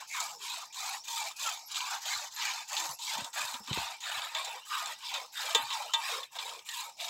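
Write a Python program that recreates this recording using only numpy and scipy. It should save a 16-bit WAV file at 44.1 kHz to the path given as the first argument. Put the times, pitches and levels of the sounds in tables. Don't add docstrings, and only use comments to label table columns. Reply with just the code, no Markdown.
import sys
import numpy as np
from scipy import signal
from scipy.io import wavfile
from scipy.ndimage import uniform_filter1d

SR = 44100
rng = np.random.default_rng(int(sys.argv[2]) if len(sys.argv) > 2 else 0)


def write(x):
    x = np.atleast_2d(x).T
    wavfile.write(sys.argv[1], SR, np.round(np.clip(x, -1, 1) * 32767).astype(np.int16))


N = 312669


def gain_of(db):
    return 10 ** (np.asarray(db) / 20)


def evened(x):
    return x / np.sqrt(np.mean(x ** 2) + 1e-20)


def steadied(x, size=1500):
    power = uniform_filter1d(uniform_filter1d(x ** 2, size), size)
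    return x / np.sqrt(power + 1e-12)


def add(mix, s, sound):
    part = mix[max(round(s * SR), 0):][:len(sound)]
    part += sound[:len(part)]


def coloured(x, points):
    hz, db = np.transpose(points)
    bin_hz = abs(np.fft.fftfreq(4096, 1 / SR)) + 1
    log_gain = np.log(gain_of(np.interp(np.log(bin_hz), np.log(hz), db)))
    taps = np.fft.ifft(np.exp(np.conj(signal.hilbert(log_gain)))).real[:2048]
    return signal.oaconvolve(x, taps)[:len(x)]


def high_pass(x, hz, order=4):
    return signal.sosfilt(signal.butter(order, hz, "high", fs=SR, output="sos"), x)


def resonate(x, hz, width):
    turn = np.exp(2j * np.pi * np.cumsum(hz * np.ones(len(x))) / SR)
    r = np.exp(-np.pi * width / SR)
    smooth = signal.lfilter([(1 - r) ** 2], [1, -2 * r, r * r], x / turn)
    return 2 * (turn * smooth).real


def churned(x, patchy_db, size=1024):
    z = signal.stft(x, SR, nperseg=size, noverlap=size * 3 // 4)[2]
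    patches = uniform_filter1d(rng.standard_normal(z.shape), size=4, axis=0)
    patches = evened(uniform_filter1d(patches, size=8, axis=1))
    return signal.istft(z * gain_of(patchy_db * patches), SR, nperseg=size, noverlap=size * 3 // 4)[1][:N]


# frequency in Hz, level in dB per Hz.
BACKGROUND_COLOUR = [(25, -59), (60, -2.5), (130, 2), (300, -1.5), (450, -1.5), (650, 4.5), (900, 25.5),
                     (1500, -23.5), (2400, -15), (3200, 2), (4400, 11), (5300, 20.5), (7500, 0), (9300, -7),
                     (15500, -4)]


def background():
    hiss = coloured(churned(rng.standard_normal(N), patchy_db=2.5), BACKGROUND_COLOUR)
    return gain_of(-58.5) * evened(hiss)


# start in seconds, level in dB, pitch in Hz, time to die by 60 dB in seconds.
THUD_EVENTS = [(2.163, -56, 78, 0.075), (2.888, -49.5, 138, 0.13), (3.157, -53, 170, 0.089),
               (3.182, -40.5, 213, 0.079), (3.217, -40, 124, 0.043), (3.398, -58, 230, 0.13),
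               (3.439, -58, 125, .08), (3.54, -42, 245, 0.064), (3.6, -47, 208, 0.095),
               (3.679, -47, 267, 0.14), (3.709, -23.5, 136, 0.042), (3.727, -41.5, 187, 0.088),
               (3.774, -19, 382, 0.0076), (3.776, -37, 105, .07), (3.787, -50, 77, 0.19),
               (4.163, -55, 116, 0.13), (5.547, -35, 494, 0.077), (5.621, -53.5, 117, 0.16)]
THUD_RISE_SHARE = 0.088


def thuds():
    out, t = np.zeros(N), np.arange(SR // 3) / SR
    for s, db, hz, t60 in THUD_EVENTS:
        band = signal.butter(2, [hz / 3, hz * 3.2], "band", fs=SR, output="sos")
        scuff = evened(signal.sosfilt(band, rng.standard_normal(len(t))))
        push = np.sin(2 * np.pi * hz * t)
        rise = np.minimum(t / (THUD_RISE_SHARE * t60), 1)
        add(out, s, rise * gain_of(db - 60 * t / t60) * (push + gain_of(-7.0) * scuff))
    return high_pass(out, hz=52)


# frequency in Hz, level in dB, time to die by 60 dB in seconds.
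BUCKET_MODES = [(630, -25, .3), (845, -19, .25), (919, -8, .22), (1085, -17, .3), (1233, -13, .24),
                (1610, -14, .19), (1863, -17.5, .21), (1965, -15, .19), (2331, -19, .25), (2390, -16, .11),
                (2686, -13, .24), (3020, -13, .19), (3150, -13, .23), (3554, 1, .14), (3880, -10, .07),
                (4064, -15, .1), (4200, -20, .14), (6342, -19, .12), (6982, -17, .1), (7187, -18, .09)]


def ring():
    t = np.arange(SR // 4) / SR
    return sum(gain_of(db - 60 * t / t60) * np.sin(2 * np.pi * (hz * t + rng.random()))
               for hz, db, t60 in BUCKET_MODES)


def in_bucket(x, ring_db):
    answer = ring()
    ringing = signal.oaconvolve(x, answer / np.linalg.norm(answer))[:N]
    return x + gain_of(ring_db) * churned(ringing, patchy_db=5)


# start in seconds, length in seconds, favoured frequency in Hz, level in dB.
WALL_SPRAY_EVENTS = [(0.448, 0.094, 900, -52.5), (1.076, 0.14, 936, -43), (2.992, 0.0263, 960, -49),
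                     (3.108, 0.092, 860, -44.5), (3.172, 0.015, 915, -35.5), (3.762, 0.087, 993, -41),
                     (4.349, 0.0077, 3420, -38), (4.342, 0.096, 644, -50.5), (4.733, 0.15, 1246, -44.5),
                     (5.563, 0.11, 863, -42.5), (5.944, 0.077, 947, -38.5), (5.946, 0.015, 3590, -31),
                     (5.947, 0.31, 1095, -48.5), (6.23, .013, 3580, -42), (6.302, 0.045, 1060, -65),
                     (6.353, 0.049, 990, -50)]


def wall_sprays():
    out, answer = np.zeros(N), ring()
    for s, length, hz, db in WALL_SPRAY_EVENTS:
        n = round(length * SR)
        patter = resonate(rng.standard_normal(SR), hz, width=113)
        ringing = steadied(signal.oaconvolve(patter, answer))[len(answer):][:n]
        add(out, s, gain_of(db) * ringing * signal.windows.tukey(n, .3))
    return out


# start in seconds, level in dB before the trim in strikes(),
# treble in dB against the crack, time to die by 60 dB in seconds, wall ring in dB against the crack.
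WALL_STRIKES = [(0.201, -37, 28, 0.055, -23), (0.743, -33.5, 12, .05, -18), (1.0819, -23, 6, 0.03, -5.5),
                (1.2515, -31, 13, 0.026, -23), (1.314, -25, -7, 0.026, -18), (1.719, -33, 14, 0.026, -22),
                (1.744, -20, -13, 0.066, -29), (1.757, -13, -12, 0.034, -25), (1.766, -13, -16, .03, -27),
                (1.805, -15, -17, 0.037, -30), (1.908, -27, 16, .025, -24), (2.055, -18.5, -5, 0.042, -17),
                (2.322, -38, 16, 0.026, -18), (2.362, -30, 14, .025, -22), (2.729, -29.5, 19, 0.021, -22),
                (2.766, -13.5, -9, 0.083, -27), (2.777, -19, 0, 0.091, -17), (2.8, -24, 16, 0.021, -17),
                (2.839, -25, 12, 0.023, -22), (2.89, -28, 15, 0.021, -28), (3.178, -29, 14, 0.028, -14),
                (3.243, -23.5, 8, 0.03, -13), (3.541, -17, -16, 0.038, -30), (3.673, -26, -1, 0.046, -7),
                (3.729, -10.5, -25, 0.031, -25), (4.218, -17, -20, 0.03, -16), (4.348, -19, -1, 0.046, -1),
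                (4.446, -26, 6.5, 0.072, -21), (4.858, -18.5, 5.5, 0.02, -19),
                (5.1387, -18.5, -2, 0.086, -5), (5.5478, -9, 5, 0.054, 0), (5.703, -17, -26, 0.087, -9),
                (5.726, -17.5, -20, .06, -11), (5.9355, -11.5, -4, 0.075, -1.5),
                (6.231, -20, -12, 0.03, -31), (6.352, -27, -10, 0.044, -8), (6.3869, -16, -22, 0.061, -11),
                (6.4, -25, -11, 0.036, -16), (6.492, -20.5, -2, 0.031, -22), (6.59, -25.5, -5, .03, -25),
                (6.6885, -18, -4, 0.048, -21), (6.715, -35, 17, 0.022, -22), (6.997, -24, -23, 0.13, -7),
                (7.082, -21.5, -1, .04, -18)]
# treble in dB, dying time in seconds, wall ring in dB.
FIRST_TOUCH = (6, 0.5, -24)


def blows():
    touches = [(start, tick_db, *FIRST_TOUCH)
               for start, *_, tick_db, fresh_hz, deep_hz, dig_s in SQUEEZES if start > 0]
    return touches + list(WALL_STRIKES)


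def on_surface(dip_db, lead, width):
    t = np.arange(N) / SR
    away = sum(np.exp(-((t - row[0] + lead) / width) ** 2) for row in WALL_STRIKES)
    return gain_of(-dip_db * away)


# frequency in Hz, level in dB per Hz.
CRACK_COLOUR = [(200, -37), (450, -40), (900, -3), (1500, -13.5), (2400, 0.5), (3600, 10.5), (4200, 5.5),
                (4900, -3), (6000, -2), (7000, 7), (8000, -3), (9300, -18.5), (15500, -17)]
SNAP_RISE_S = 0.00031
CRACK_RISE_S = 0.0013
RING_RISE_S = 0.0039
GRAZE_S_PER_DB, FULL_BLOW_DB = .0002, -15


def strikes():
    out, t = np.zeros(N), np.arange(SR // 4) / SR
    treble_filter = signal.butter(2, 5000, "high", fs=SR, output="sos")
    for s, db, treble_db, t60, ring_db in blows():
        rattle = steadied(coloured(rng.standard_normal(len(t)), CRACK_COLOUR), size=200)
        treble = signal.sosfiltfilt(treble_filter, rattle)
        graze_s = GRAZE_S_PER_DB * np.clip(FULL_BLOW_DB - db, 0, 10)
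        decay = gain_of(-60 * t / t60)
        snap = treble * np.minimum(t / (SNAP_RISE_S + graze_s), 1) * gain_of(treble_db) * decay
        crack = (rattle - treble) * np.minimum(t / (CRACK_RISE_S + graze_s), 1) * decay
        wall = ring() * np.minimum(t / RING_RISE_S, 1) * gain_of(ring_db)
        add(out, s, gain_of(db - 11.0) * (snap + crack + wall))
    return high_pass(out, hz=557)


# start in seconds, length in seconds,
# first pitch in Hz, last pitch in Hz, width in Hz, level in dB.
# Low gurgles in the milk, and at 5.543 s the low body of a blow on the bucket.
LOW_GLIDES = [(.02, 0.5, 190, 150, 90, -79), (.33, 0.073, 530, 430, 90, -63),
              (.39, 0.073, 413, 393, 50, -67), (.5, 0.085, 295, 255, 60, -74),
              (1.2, 0.05, 624, 560, 70, -68), (2.045, 0.038, 690, 650, 70, -54),
              (2.2, 0.067, 635, 596, 70, -56), (2.76, 0.14, 355, 302, 60, -62),
              (3.16, .11, 326, 250, 120, -62), (3.42, 0.05, 673, 620, 69.6, -55),
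              (5.543, 0.028, 494, 420, 150, -36.5), (5.565, 0.064, 302, 201, 110, -61),
              (6.11, 0.092, 484, 450, 90, -51), (6.39, 0.26, 490, 453, 130, -62),
              (6.96, 0.2, 680, 666, 110, -52.5)]
WHISTLE_GLIDES = [(0.313, 0.085, 5030, 5500, 500, -54), (0.695, 0.036, 2350, 2480, 120, -60),
                  (0.985, 0.053, 5100, 6150, 300, -51.5), (1.588, 0.14, 5150, 5600, 500, -56),
                  (1.59, .13, 2160, 2260, 140, -73), (1.655, .035, 11500, 11800, 400, -52),
                  (2.34, .025, 11600, 11900, 400, -49.5), (2.9, 0.14, 2350, 3000, 140, -67),
                  (2.91, 0.054, 5000, 5500, 400, -54), (2.925, .04, 11900, 10900, 700, -50),
                  (3.576, 0.13, 5070, 5700, 500, -55), (4.595, 0.091, 2620, 3300, 170, -55),
                  (5.595, 0.094, 3580, 5150, 300, -48), (5.85, 0.11, 2700, 3280, 220, -50),
                  (6.24, 0.125, 2320, 3120, 140, -72), (6.585, 0.083, 2270, 2420, 110, -73)]
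SWOOP_GLIDES = [(.085, 0.14, 2350, 2160, 380, -42.5), (.135, 0.082, 2080, 1070, 470, -44.5),
                (.128, 0.099, 1070, 970, 146, -42.5), (.175, 0.073, 1290, 1230, 140, -42.5),
                (.46, 0.096, 3920, 4150, 250, -45), (.6, 0.042, 1280, 1220, 130, -47),
                (.815, 0.044, 1100, 1340, 130, -47), (.925, 0.047, 1840, 1920, 200, -47.5),
                (1.19, 0.073, 910, 780, 80, -43), (1.445, 0.063, 1370, 1270, 110, -37),
                (1.79, 0.074, 934, 1020, 110, -40.5), (1.9, 0.088, 1500, 1310, 297, -43.5),
                (2.095, 0.063, 2200, 2080, 200, -39.5), (2.115, 0.059, 3960, 4170, 250, -40),
                (3.065, 0.058, 2370, 2000, 220, -43), (3.37, 0.071, 1680, 1300, 415, -44),
                (4.04, 0.098, 1910, 1400, 330, -44), (4.69, 0.11, 1216, 1170, 169, -37.5),
                (5.335, 0.13, 2070, 1430, 400, -46), (5.73, 0.057, 950, 800, 60, -45.5),
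                (5.797, 0.029, 850, 814, 50, -38), (6.0, 0.13, 2000, 1480, 180, -47.5),
                (6.67, .09, 1880, 1780, 220, -48.5)]


def glides(rows):
    out = np.zeros(N)
    for s, length, first_hz, last_hz, width_hz, db in rows:
        n = round(length * SR)
        tone = resonate(rng.standard_normal(SR)[:n], np.geomspace(first_hz, last_hz, n), width_hz)
        tone = steadied(high_pass(tone, hz=0.85 * min(first_hz, last_hz)), size=900)
        add(out, s, gain_of(db) * tone * signal.windows.tukey(n, .7))
    return out


# time in seconds, centre of the hollow
# in Hz, its depth in dB (negative for a hump), level of the top treble in dB.
COLOUR_DRIFT = [(0, 3120, -1, -2), (1.1, 3040, 2, 0), (1.6, 2040, -5.5, -3), (2.5, 3580, 3.5, -4.5),
                (3.4, 5400, -1, 3), (4.1, 5840, 6, 1.5), (5.2, 6700, 0, 4), (6.1, 6300, -0.5, 6.5),
                (7.1, 5040, 5.5, 4)]


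def drifting(x, hollow_octaves, top_hz):
    hz, t, z = signal.stft(x, SR, nperseg=512, noverlap=384)
    s, *columns = np.transpose(COLOUR_DRIFT)
    hollow_hz, depth_db, top_db = (np.interp(t, s, column) for column in columns)
    hz = hz[:, None] + 1
    treble_db = top_db / (1 + (top_hz / hz) ** 16)
    hollow_db = depth_db * np.exp(-(np.log2(hz / hollow_hz) / hollow_octaves) ** 2)
    return signal.istft(z * gain_of(treble_db - hollow_db), SR, nperseg=512, noverlap=384)[1][:N]


# middle in seconds, half length in seconds, centre in Hz, half width in octaves, depth in dB.
BAND_LULLS = [(0.372, 0.033, 2700, 0.81, 11), (0.698, 0.082, 3020, 0.39, 9), (1.01, 0.033, 2600, 0.7, 10),
              (1.65, 0.028, 3150, 0.27, 15), (2.318, 0.028, 2580, 0.25, 17), (2.654, 0.016, 2800, 0.51, 8),
              (2.96, 0.038, 3300, .3, 20), (3.303, 0.024, 3260, 0.58, 23), (3.613, 0.033, 3080, 1.2, 12),
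              (4.61, 0.078, 4400, 0.47, 6), (4.689, 0.021, 1720, .5, 19), (6.292, 0.032, 4900, 0.4, 17),
              (6.64, .03, 4350, 0.32, 18), (6.945, 0.027, 4660, 0.19, 8), (0.79, 0.074, 2830, 0.12, 19),
              (1.1, 0.18, 2840, 0.096, 7), (1.828, 0.11, 1870, 0.16, 19), (2.9, 0.039, 2560, .12, 18),
              (3.032, 0.079, 1780, 0.64, 18), (5.076, 0.03, 1550, 0.7, 12), (5.26, 0.051, 2670, 0.67, 9),
              (6.984, 0.053, 1260, .35, 9), (1.34, 0.016, 3000, 2, 13), (1.613, 0.038, 1400, 0.47, 13),
              (5.27, 0.049, 1310, 0.4, 6), (5.613, 0.026, 5900, 0.36, 9), (6.29, 0.033, 900, 0.68, 19),
              (6.285, 0.019, 10000, .8, 10)]


def lulled(x):
    hz, t, z = signal.stft(x, SR, nperseg=512, noverlap=384)
    hz = hz[:, None] + 1
    db = sum(depth_db * np.exp(-((t - s) / half_s) ** 2 - (np.log2(hz / centre_hz) / octaves) ** 2)
             for s, half_s, centre_hz, octaves, depth_db in BAND_LULLS)
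    return signal.istft(z * gain_of(-db), SR, nperseg=512, noverlap=384)[1][:N]


# start in seconds, length in seconds, hardest press in seconds after the start,
# unevenness of the press (1 = usual), slowness of the opening (1 = usual), then, before the trims of the mix,
# splash, big bubbles, small bubbles, fizz and first tick in dB, then pitch of the fresh pit in Hz,
# pitch of the deep pit in Hz, digging time in seconds.
SQUEEZES = [(-0.24, 0.26, 0.13, 1.02, 1.0, -41, -34.5, -37.5, -38.5, -57, 600.0, 590, 0.072),
            (0.069, 0.28, 0.13, 1.23, 1.72, -40, -37, -46, -34.5, -53, 2350, 670, 0.1),
            (0.382, 0.26, 0.15, 0.82, 0.86, -41.5, -42, -53, -41, -54, 1085, 567, 0.21),
            (0.724, 0.24, 0.15, 0.98, 1.07, -39.5, -38, -48, -38.5, -39.5, 910, 760, 0.061),
            (1.036, 0.28, 0.21, 1.18, 0.74, -39, -38, -46.5, -36.5, -43, 920, 640, 0.15),
            (1.357, 0.28, 0.12, 1.72, 1.06, -38, -38, -44, -33, -57, 855, 690, 0.041),
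            (1.675, 0.31, 0.21, 1.4, 0.77, -45, -41, -42, -41.5, -50, 1080, 793, 0.037),
            (2.004, 0.27, 0.12, 0.96, 1.06, -39, -39.5, -39, -33, -46, 750, 634, 0.3),
            (2.307, 0.32, 0.15, 0.89, 2.2, -34.5, -37, -38.5, -34, -47, 1020, 766, 0.12),
            (2.674, 0.24, 0.1, 0.93, 1.26, -34.5, -31.5, -37.5, -29.5, -48, 940, 558, 0.054),
            (2.987, 0.29, 0.15, 1.09, 0.81, -36.5, -37, -39, -38.5, -36.5, 980, 563, 0.15),
            (3.329, 0.28, 0.028, 1.03, 1.38, -34, -35.5, -34.5, -34.5, -37, 1030, 667, 0.014),
            (3.632, 0.3, 0.15, 0.68, 1.66, -37, -37.5, -42, -42, -48, 970, 687, 0.13),
            (4.003, 0.27, 0.19, 0.84, 0.91, -38, -36.5, -39, -42, -36, 1160, 626, 0.038),
            (4.294, 0.29, 0.029, 0.57, 1.57, -35.5, -35.5, -40.5, -41.5, -51, 620, 483, 0.2),
            (4.649, 0.26, 0.066, 0.48, 1.85, -37, -36, -37, -40, -51, 1150, 530, 0.19),
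            (4.974, 0.28, 0.16, 1.24, 1.84, -37, -36.5, -46, -47, -64, 1070, 523, 0.17),
            (5.32, 0.31, 0.2, 0.6, 1.18, -38, -37.5, -39, -43, -48, 1790, 560, 0.077),
            (5.642, 0.48, 0.077, 0.89, 0.99, -38.5, -35.5, -47.5, -45, -48, 980, 484, 0.16),
            (5.919, 0.32, 0.2, 1.09, 2.6, -37, -37.5, -41.5, -45, -44, 860, 472, 0.2),
            (6.313, 0.27, 0.04, 0.57, 1.25, -39.5, -40, -49.5, -45.5, -60, 720, 490, 0.069),
            (6.647, 0.25, 0.15, 1.92, 0.53, -40.5, -39, -50, -42, -49, 1080, 490, 0.21),
            (6.967, 0.26, 0.17, 1.85, 0.66, -35, -32.5, -66, -43, -53, 670, 620, 0.075)]
REFILL_S = 0.037
OPENING_S = 0.01
RUN_DRY_DB_PER_S2 = 700


def pit_pitch(t):
    start, *_, fresh_hz, deep_hz, dig_s = np.transpose(SQUEEZES)
    k = np.maximum(np.searchsorted(start, t + REFILL_S / 2) - 1, 0)
    shallow = np.exp(-(np.maximum(t - start[k], 0) / dig_s[k]) ** 4)
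    octaves = np.log2(deep_hz[k]) + shallow * np.log2(fresh_hz[k] / deep_hz[k])
    return 2 ** uniform_filter1d(octaves, max(round(REFILL_S / (t[1] - t[0])), 1))


def squeezed(levels_db, shape):
    first_db, attack_s, lag_s, swell, sag, release = shape
    out, t = np.zeros(N), np.arange(N) / SR
    for (start, length, press_s, uneven, slow, *_), level_db in zip(SQUEEZES, levels_db):
        during = (t >= start) & (t < start + 2 * length)
        age = t[during] - start
        past = age - press_s - lag_s
        released = np.maximum(age - length, 0)
        db = level_db - uneven * np.maximum(-swell * past, sag * past)
        db -= first_db * np.maximum(1 - age / (slow * attack_s), 0)
        db -= release * released + RUN_DRY_DB_PER_S2 * released ** 2
        out[during] += (gain_of(db) * np.minimum(age / OPENING_S, 1)) ** 2
    return np.sqrt(out)


# middle in seconds, half length in seconds, boost in dB.
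EXTRA_SPURTS = [(0.97, 0.038, 3.5), (1.756, 0.059, 15.5), (1.94, 0.062, 9.5), (2.245, 0.0078, 3),
                (3.547, 0.036, 7), (4.931, 0.017, 5), (5.725, 0.029, 3), (5.826, 0.0071, 4.5),
                (6.483, .013, 6.5), (1.18, 0.0099, 3)]
# quieter at first in dB, attack in seconds, lag behind the press
# in seconds, swell in dB/s, sag in dB/s, release in dB/s.
SPLASH_FOLLOW = (21.3, 0.046, 0.0095, 17, 84.3, 120)
BIG_FOLLOW = (18.6, 0.037, 0.0038, 66, 50.6, 380)
SMALL_FOLLOW = (16, 0.032, 0.005, 62, 87, 230)
FIZZ_FOLLOW = (10.1, 0.066, 0.0081, 11.6, 70.5, 190)


def jet():
    t = np.arange(N) / SR
    boost = gain_of(sum(db * np.exp(-((t - s) / half_s) ** 2) for s, half_s, db in EXTRA_SPURTS))
    levels = np.transpose(SQUEEZES)[5:9]
    shapes = [SPLASH_FOLLOW, BIG_FOLLOW, SMALL_FOLLOW, FIZZ_FOLLOW]
    return [boost * squeezed(db, shape) for db, shape in zip(levels, shapes)]


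def through_pit(x, peak_db, octaves, cutoff, overtone_db):
    hz, t, z = signal.stft(x, SR, nperseg=1024, noverlap=512)
    ratio = (hz[:, None] + 1) / pit_pitch(t)
    edge = 1 / (1 + (cutoff / ratio) ** 14)
    bump_db = peak_db * np.exp(-(np.log2(ratio) / octaves) ** 2)
    bump_db += overtone_db * np.exp(-(np.log2(ratio / 3) / octaves) ** 2)
    return signal.istft(z * edge * gain_of(bump_db), SR, nperseg=1024, noverlap=512)[1][:N]


def froth(slow_db, quick_db):
    return churned(churned(rng.standard_normal(N), slow_db), quick_db, size=512)


def spatter(per_s, spread_db, t60):
    landed = rng.random(N) < per_s / SR
    sizes = gain_of(spread_db * np.minimum(rng.exponential(1, N), 4.5)) * landed
    t = np.arange(SR // 8) / SR
    power = signal.oaconvolve(sizes ** 2, gain_of(-60 * t / t60) ** 2)[:N]
    return steadied(np.sqrt(abs(power)))


# frequency in Hz, level in dB per Hz.
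DROP_COLOUR = [(250, -63), (700, -22), (1500, -21), (2500, -9), (4000, 10), (5500, 5), (7200, -7),
               (8300, 10.5), (9400, -8.5), (12000, -31), (15600, -28)]


def droplets(per_s, spread_db, t60):
    t, out = np.arange(SR // 25) / SR, np.zeros(N)
    for _ in range(12):
        landed = rng.random(N) < per_s / 12 / SR
        sizes = gain_of(spread_db * np.minimum(rng.exponential(1, N), 3.5)) * landed
        echoes = rng.standard_normal(len(t)) ** 3 * gain_of(-60 * t / t60)
        out += signal.oaconvolve(sizes, evened(echoes))[:N]
    return evened(coloured(out, DROP_COLOUR))


def bubbles(centre_hz, per_s, octaves, cycles, spread_db, rise):
    at = np.flatnonzero(rng.random(N) < per_s / SR)
    pitch, size = rng.standard_normal(len(at)), rng.exponential(1, len(at))
    hz = np.minimum(centre_hz * 2 ** (octaves * np.clip(pitch, -2, 2)), SR / 3)
    n = np.arange(800)
    turns = hz[:, None] * n / SR
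    age = turns / cycles
    waves = np.exp(-age) * np.sin(2 * np.pi * turns * (1 + rise * np.minimum(age, 4)))
    waves *= gain_of(spread_db * np.minimum(size, 4))[:, None]
    return np.bincount((at[:, None] + n).ravel(), waves.ravel(), N)[:N]


# (for the air, gain in dB).
SPLASH_COLOUR = [(600, -41), (1100, -39), (1500, -13), (2000, -11.5), (2350, 2), (2850, -2.5), (3400, 0),
                 (3950, 3.5), (4400, -3.5), (5200, -2.5), (6200, -11.5), (9000, -30)]
FIZZ_COLOUR = [(2500, -43.5), (4500, 1), (5600, -4), (6200, 2), (6900, 4.5), (7700, 4), (8500, -10.5),
               (9400, -17.5), (10200, -8.5), (12500, -9), (13800, -11.5), (15600, -12.5)]
AIR_COLOUR = [(300, -9), (480, -7.5), (650, -7.5), (800, 1.5), (910, 5.5), (1020, 8.5), (1130, 3.5),
              (1250, 10), (1400, 4), (1900, -22.5), (4000, -57.5)]
# frequency in Hz, width in Hz.
HIGH_TONES = [(10600, 39), (11000, 90), (11780, 73)]


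def milk():
    splash_gain, big_gain, small_gain, fizz_gain = jet()
    drops = spatter(per_s=740, spread_db=-1.0, t60=0.057)
    mist = 0.39 * drops + spatter(per_s=800, spread_db=5.0, t60=0.054)

    splash = coloured(drops * froth(slow_db=4.0, quick_db=3.0), SPLASH_COLOUR)
    splash = steadied(through_pit(splash, peak_db=12.5, octaves=0.38, cutoff=.7, overtone_db=3.0))
    fizz = steadied(coloured(mist * froth(slow_db=3.2, quick_db=1.5), FIZZ_COLOUR))
    flicker = evened(sum(resonate(rng.standard_normal(N), hz, width) * spatter(per_s=6.2, spread_db=-6, t60=0.04)
                         for hz, width in HIGH_TONES))
    ticks = droplets(per_s=260, spread_db=4.5, t60=.025) * np.minimum(splash_gain, fizz_gain)

    big = coloured(bubbles(800, per_s=520, octaves=0.494, cycles=11, spread_db=2.5, rise=0.01), AIR_COLOUR)
    big = churned(big, patchy_db=3.5)
    big = steadied(through_pit(big, peak_db=6.0, octaves=0.26, cutoff=.86, overtone_db=-10))
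    small = bubbles(1650, per_s=740, octaves=0.2504, cycles=13.6, spread_db=-0.5, rise=0.011)
    small = churned(small, patchy_db=4.5)
    small = steadied(through_pit(small, peak_db=-6, octaves=0.11, cutoff=.9, overtone_db=-3.0))
    tiny = evened(bubbles(3000, per_s=170, octaves=.33, cycles=24, spread_db=2.5, rise=.016))

    surface = gain_of(-0.73) * splash * splash_gain + gain_of(-9) * ticks
    surface += (gain_of(-4.0) * fizz + gain_of(-21.5) * flicker) * fizz_gain
    bubbling = gain_of(-5.0) * big * big_gain + gain_of(-4.5) * small * small_gain
    bubbling += gain_of(-13) * tiny * splash_gain
    landing = on_surface(dip_db=5, lead=.006, width=.016)
    return in_bucket((surface + bubbling) * landing, ring_db=-24.0)


def scene():
    wash = lulled(drifting(milk(), hollow_octaves=0.23, top_hz=7070) + background())
    sliding = glides(SWOOP_GLIDES) + glides(WHISTLE_GLIDES) + glides(LOW_GLIDES)
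    return (wash + sliding + wall_sprays() + strikes() + thuds())[None]


def record(dry):
    taps = signal.firwin(511, 15850, window=("kaiser", 9), fs=SR)
    return signal.oaconvolve(dry, taps[None], "same")


dry = scene()
out = record(dry)
write(out)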